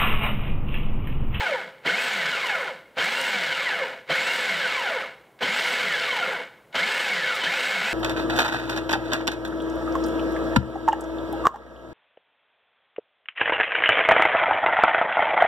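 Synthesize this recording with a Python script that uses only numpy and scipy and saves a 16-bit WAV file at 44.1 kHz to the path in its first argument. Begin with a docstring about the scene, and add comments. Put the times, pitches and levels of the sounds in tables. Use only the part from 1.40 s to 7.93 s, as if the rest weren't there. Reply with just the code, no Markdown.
"""On a kitchen counter in a small room, a food processor is pulsed through dry crumbs.
The motor is already coasting; seven presses spin it up.
The gear whine falls in pitch between presses and is still rising at the end.
Impacts of drive and blade excite the resonances of the plastic bowl, and crumbs pelt its wall.
Most starts bring a switch click and a jolt of the housing, over a faint steady background."""
import sys
import numpy as np
from scipy import signal
from scipy.fft import rfft, irfft, next_fast_len
from scipy.io import wavfile
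from scipy.ndimage import uniform_filter1d, minimum_filter1d, map_coordinates

SR = 44100
rng = np.random.default_rng(int(sys.argv[2]) if len(sys.argv) > 2 else 0)


def generate_wav(signal):
    """Clip the signal to [-1, 1] and save it as 16-bit WAV at the path in sys.argv[1]."""
    frames = np.transpose(np.atleast_2d(signal))
    scaled = np.clip(frames, -1, 1) * 32767
    pcm = np.round(scaled).astype(np.int16)
    wavfile.write(sys.argv[1], SR, pcm)


N = 288017
TIME = np.arange(N) / SR
FREE_SPEED, STALL_PULL = 281.2, 4241   # motor: top speed [turns/s], acceleration from rest [turns/s^2]
BLADE_PASSES_PER_TURN, GEAR_TEETH = .243, 11

# spans in which the motor is powered: (press time [s], release time [s])
PRESSES = [(.4483, .6471), (1.5678, 1.8338), (2.6879, 2.9596), (4.0069, 4.2948), (5.3407, 5.5953),
           (6.0353, 6.236), (6.4142, 6.6)]
# broad response of bowl and housing: (frequency [Hz], relative level [dB])
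BODY_RESPONSE = [(50, -40), (110, -28), (185, -15.5), (320, -15.5), (420, -10), (520, -12.5), (800, -8.5),
                 (1180, -14.5), (1700, -6.5), (2600, -7.5), (4000, -8), (5800, -21.5), (8200, -28),
                 (10000, -38.5), (16000, -42.5)]


def from_db(db):
    """Decibels to amplitude ratio."""
    return 10 ** (np.asarray(db) / 20)


def rms_one(x):
    """Normalisation to unit rms."""
    return x / np.sqrt(np.mean(x ** 2) + 1e-20)


def drift(rate):
    """Smooth random modulation of unit rms, changing about rate times a second."""
    knots = rng.standard_normal(4096)
    return rms_one(map_coordinates(knots, [TIME * rate], order=3, mode="wrap"))


def at_hz(points, hz):
    """Interpolation of a spectrum on a logarithmic frequency axis."""
    points = np.array(points)
    return np.interp(np.log(hz + 1), np.log(points[:, 0]), points[:, 1])


def coloured(x, spectrum, resonances=()):
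    """Minimum-phase filtering by a broad spectrum and resonances; white noise keeps its power."""
    size = next_fast_len(N + SR // 2, True)
    size += size % 2
    hz = np.arange(size // 2 + 1) * SR / size
    db = at_hz(spectrum, hz)
    for centre, width, lift in resonances:
        db = db + lift / (1 + (2 * (hz - centre) / width) ** 2)
    cepstrum = irfft(np.log(rms_one(from_db(db))))
    cepstrum[1:size // 2] *= 2   # causality: nothing rings before its excitation
    cepstrum[size // 2 + 1:] = 0
    return irfft(rfft(x, size) * np.exp(rfft(cepstrum)), size)[:N]


def impacts(per_s, spread_db):
    """Shot noise: random impulses of uneven size, with the same power at any rate."""
    sizes = from_db(spread_db * np.minimum(rng.exponential(1, N), 4)) * rng.choice([-1, 1], N)
    return rms_one(sizes * (rng.random(N) < per_s / SR) / np.sqrt(per_s))


def motor_speed():
    """Rotational inertia: torque, fading with speed, spins the motor up; friction and drag brake it."""
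    step_s, friction, drag = .001, 189, 1.217   # friction [turns/s^2], drag [1/s]
    times = np.arange(0, N / SR + step_s, step_s)
    speed = [85.5]   # turns/s
    for t in times[:-1]:
        now = speed[-1]
        powered = any(down <= t < up for down, up in PRESSES)
        acceleration = STALL_PULL * (1 - now / FREE_SPEED) ** 1.284 if powered else -friction - drag * now
        speed.append(max(now + step_s * acceleration, 0))
    return np.interp(TIME, times, speed)


def heap_load(speed):
    """Granular loading: rattle, spray and whine levels [dB] as the blade flings or only pushes crumbs."""
    # lie of the heap in the opening coast, then from each press:
    # (rattle offset [dB], spray offset [dB], whine offset [dB], fading speed [turns/s])
    heaps = [(1.6, 0.5, 0.5, 25.8), (-0.04, -0.3, 0.5, 19.4), (0, -0.5, 0, 20.2), (0.5, -0.5, 0, 18.6),
             (0.96, -0.1, -1.5, 15.1), (0.3, -0.8, -0.5, 18), (0.3, 0.2, -0.5, 24), (-0.5, 0, 0.5, 22)]
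    # brief swells and dips in rattle and spray: (time [s], rattle change [dB], spray change [dB])
    swells = [(0.147, 2, -3), (0.505, 0.5, 1), (0.62, 0.5, 3), (0.761, 1.5, 0), (1.07, -0.5, 6),
              (1.105, 4, 2), (1.21, 1, 3), (1.284, 3.5, 0), (1.615, 2, 3), (1.648, 2.5, 9), (1.957, 3, 1.5),
              (2.295, 4.5, 0), (2.425, 2, -4), (2.753, 1.5, 5), (3.247, 0.5, -2), (3.354, 1, -2),
              (4.765, 3, 4.5), (4.82, 0.5, 1), (5.015, 1.5, 0), (5.40, 3.5, 6), (5.958, -2.5, 10)]
    take_up_s, bite_s = .034, .027   # the drive tightens before each start and bites just after
    run = np.searchsorted([down for down, up in PRESSES], TIME)
    heap_rattle_db, heap_spray_db, whine_db, fading_speed = np.array(heaps)[run].T
    pace = speed / FREE_SPEED
    torque = np.clip(np.gradient(speed) * SR / STALL_PULL, 0, 1)
    idle = 1 - sum(np.interp(TIME, [down - take_up_s, down + bite_s, up], [0, 1, 1], right=0)
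                   for down, up in PRESSES)
    stopped_s = TIME - np.maximum.accumulate(TIME * (speed > 0))
    settling_db = 59 * stopped_s   # the heap settles once the blade rests
    rattle_fade_db = -29 * np.exp(-(speed / fading_speed) ** 1.1) - settling_db
    spray_fade_db = -33 * np.exp(-speed / fading_speed) - settling_db
    rattle_db = -27.5 + heap_rattle_db - 2.9 * (1 - pace) + 2.5 * torque + idle * rattle_fade_db
    spray_db = -48.5 + heap_spray_db + 8 * pace ** 3 + idle * spray_fade_db
    for s, rattle_change_db, spray_change_db in swells:
        swell = np.exp(-((TIME - s) / .012) ** 2)
        rattle_db += rattle_change_db * swell
        spray_db += spray_change_db * swell
    return rattle_db, spray_db, whine_db


def blade_sweep(turns, depth_db, lumpy_db):
    """Amplitude modulation: the load swells at each blade pass, and unevenly as the heap tumbles."""
    passing = np.cos(2 * np.pi * BLADE_PASSES_PER_TURN * turns + .5 * drift(8.6))
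    return rms_one(from_db(depth_db * passing + lumpy_db * drift(200)))


def rattle(turns, pace, base_per_s, added_per_s, mesh_depth):
    """Impact noise of the loose drive and of crumbs on the blade, modulated at the gear-mesh rate."""
    knocks = impacts(base_per_s + added_per_s * pace, spread_db=-0.5)
    return rms_one(knocks * (1 + mesh_depth * np.cos(2 * np.pi * GEAR_TEETH * turns)))


def soften_contacts(knocks, pace):
    """Contact hardness: slow impacts are softer, so the rattle dulls as the motor runs down."""
    soft = signal.sosfilt(signal.butter(1, 1800, fs=SR, output="sos"), knocks) * from_db(4.0)
    hardness = np.minimum(pace / 0.39, 1)
    return hardness * knocks + (1 - hardness) * soft


def gear_whine(turns, speed, wobble_turns, rough_db, rough_radians, strain_db):
    """Rotational orders: tones locked to the shaft, modulated by blade passes and play in the gears."""
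    # shaft, bearing and gear tones:
    # (order [cycles/turn], relative level when slow [dB], relative level at free speed [dB])
    orders = [(1, -20, -18), (11 / 3, -30, -23.5), (29 / 4, -33, -24), (11, -13.2, -23), (22, -13.5, -29.5),
              (33, -22.5, -22.3), (44, -19.5, -40)]
    # transmission from the gears to the shell: (frequency [Hz], gain [dB])
    gear_path = [(60, -7), (130, -5), (185, 4.5), (260, -7.5), (420, -3.5), (530, 4), (1100, 2.5),
                 (2200, 1.5), (2900, 5), (3800, -1), (6300, -8), (7400, 11), (8400, 13.5), (11000, -10)]
    pace = speed / FREE_SPEED
    strain = np.clip(np.gradient(speed) * SR / (.4 * STALL_PULL), 0, 1)
    wobble = wobble_turns * pace * np.sin(2 * np.pi * BLADE_PASSES_PER_TURN * turns)
    angle = 2 * np.pi * (turns + wobble)
    tones = np.zeros(N)
    for order, slow_db, fast_db in orders:
        level_db = slow_db + (fast_db - slow_db) * pace + at_hz(gear_path, order * speed)
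        level_db += strain_db * strain * (order == GEAR_TEETH)   # torque lifts the mesh tone
        shake = rough_radians * min(order / GEAR_TEETH, 1) * drift(160)
        tones += np.sqrt(2) * from_db(level_db + rough_db * drift(90)) * np.sin(order * angle + shake)
    return tones * np.minimum(pace / 0.041, 1)


def shell(drive):
    """Forced vibration: bowl and housing radiate the drive, coloured by their resonances."""
    # peaks and one dip of bowl and housing: (frequency [Hz], bandwidth [Hz], gain [dB])
    resonances = [(528, 103, 7), (662.5, 37, 7.5), (845, 45, 1), (990, 110, 6), (1430, 504, 9.5),
                  (1684, 38, 3.5), (1975, 125, 5.5), (2157, 75, 12), (2960, 400, 5.5), (4140, 72, -3),
                  (6940, 140, 6), (7890, 140, 9)]
    return coloured(drive, BODY_RESPONSE, resonances)


def bowl_ring(drive):
    """Free decay: lightly damped modes store the knocks and sound on as the blade stops."""
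    # bowl modes: (frequency [Hz], time to decay by 60 dB [s], relative level [dB])
    modes = [(503, .35, -27), (531, .2, -22.5), (1530, .05, -16), (1730, .07, -18), (2170, .07, -14),
             (2215, .06, -17)]
    ringing = np.zeros(N)
    for hz, t60, db in modes:
        radius, angle = from_db(-60 / (t60 * SR)), 2 * np.pi * hz / SR
        mode = signal.lfilter([1, 0, -1], [1, -2 * radius * np.cos(angle), radius ** 2], drive)
        ringing += from_db(db) * np.sqrt((1 - radius ** 2) / 2) * mode
    return signal.sosfilt(signal.butter(2, [300, 4000], "band", fs=SR, output="sos"), ringing)


def crumb_spray(pace, spray_db, sweep):
    """Shot noise of fine grains pelting the bowl wall; now and then a larger one ticks."""
    # crumbs on the wall: (frequency [Hz], relative spectral level [dB])
    spectrum = [(50, -42), (500, -1), (2500, 6), (5000, 8), (8000, 5.5), (9500, 0.5), (12000, -0.5),
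                (15500, -6)]
    # hits of larger crumbs: (time [s], relative level [dB])
    ticks = [(0.612, -34), (0.6654, -34), (1.6435, -25), (1.8145, -16), (4.9237, -34), (5.9529, -25)]
    grains = from_db(spray_db) * sweep * impacts(per_s=12000 * (pace + .2), spread_db=2.5)
    for s, db in ticks:
        grains[round(s * SR)] += from_db(db + 6)
    return coloured(grains, spectrum)


def kitchen_reverb(direct, t60_s, wet_db):
    """Reverberation: dense reflections from counter and walls decay exponentially."""
    age = np.arange(SR // 2) / SR
    tail = rng.standard_normal(len(age)) * from_db(-60 * age / t60_s) * (age > .002)
    wet = signal.fftconvolve(direct, tail / np.linalg.norm(tail))[:N]
    return (direct + from_db(wet_db) * wet) / np.sqrt(1 + from_db(wet_db) ** 2)


def room_tone(level_db):
    """Stationary noise: the faint, dull background of the still kitchen."""
    # background: (frequency [Hz], relative spectral level [dB])
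    spectrum = [(25, -28), (45, -15), (62, -2), (85, -10), (130, 1), (250, -1.5), (500, 3.5), (1000, -3.5),
                (1600, -13), (4750, -26), (10000, -25.5), (15500, -26)]
    return from_db(level_db) * coloured(rng.standard_normal(N), spectrum)


def button(decay_s):
    """Damped transient: the plastic switch clacks shut just before each of the first five starts."""
    # switch closures: (time [s], relative level [dB])
    clacks = [(.436, -53), (1.562, -48), (2.676, -45), (3.99, -46), (5.327, -43)]
    envelope = sum(from_db(db) * np.exp(-np.abs(TIME - s) / decay_s) * (TIME >= s) for s, db in clacks)
    return envelope * rng.standard_normal(N)


def jolts(rise_s, decay_s):
    """Backlash: the drive takes up its slack and kicks the housing with a thump and a hard clatter."""
    # kicks at the first six starts: (time [s], relative thump level [dB], relative clatter level [dB])
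    kicks = [(0.458, -34.5, -23.5), (1.581, -36.5, -22), (2.698, -35, -24.5), (4.024, -36, -24),
             (5.351, -39.5, -22), (6.035, -47, -20)]
    # thump of the housing: (frequency [Hz], relative level [dB])
    thump_spectrum = [(50, -40), (90, -1.5), (150, -1.5), (350, 2.5), (600, 3), (1200, -15), (4000, -35)]
    # the blade's hub snaps against the shaft: (frequency [Hz], bandwidth [Hz], gain [dB])
    hub_response = [(1710, 350, -8), (3090, 270, 12.5)]
    thump, clatter = np.zeros(N), np.zeros(N)
    for s, thump_db, clatter_db in kicks:
        age = np.maximum(TIME - s, 0)
        burst = (1 - np.exp(-age / rise_s)) * np.exp(-age / decay_s)
        thump += from_db(thump_db) * burst
        clatter += from_db(clatter_db) * burst
    contacts = impacts(per_s=2500, spread_db=2)
    return (coloured(2 * thump * contacts, thump_spectrum)
            + coloured(clatter * contacts, BODY_RESPONSE, hub_response))


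def scene():
    """Superposition of machine, reflections and background, the same in both channels."""
    speed = motor_speed()
    rattle_db, spray_db, whine_db = heap_load(speed)
    turns, pace = np.cumsum(speed) / SR, speed / FREE_SPEED
    sweep = blade_sweep(turns, depth_db=0.22, lumpy_db=1.08)
    knocks = sweep * rattle(turns, pace, base_per_s=1200, added_per_s=6000, mesh_depth=0.11)
    knocks = soften_contacts(knocks, pace)
    tones = gear_whine(turns, speed, wobble_turns=0.0062, rough_db=4.0, rough_radians=0.53, strain_db=2.0)
    drive = from_db(rattle_db) * (knocks + from_db(whine_db) * tones) + button(decay_s=0.011)
    machine = shell(drive) + bowl_ring(drive)
    machine += jolts(rise_s=0.0029, decay_s=0.021) + crumb_spray(pace, spray_db, sweep)
    background = room_tone(level_db=-57)
    return np.tile(kitchen_reverb(machine, t60_s=0.59, wet_db=-11.5) + background, (2, 1))


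def record(dry):
    """Peak limiting and band limiting: a fast gain dip holds down peaks, a steep low-pass cuts the top."""
    ceiling, window, cutoff_hz = .24, SR // 400, 15700
    allowed = ceiling / np.maximum(np.abs(dry).max(axis=0), ceiling)
    gain = uniform_filter1d(minimum_filter1d(allowed, window), window)
    return signal.sosfilt(signal.ellip(12, .1, 90, cutoff_hz, fs=SR, output="sos"), gain * dry)


dry = scene()
out = record(dry)
generate_wav(out)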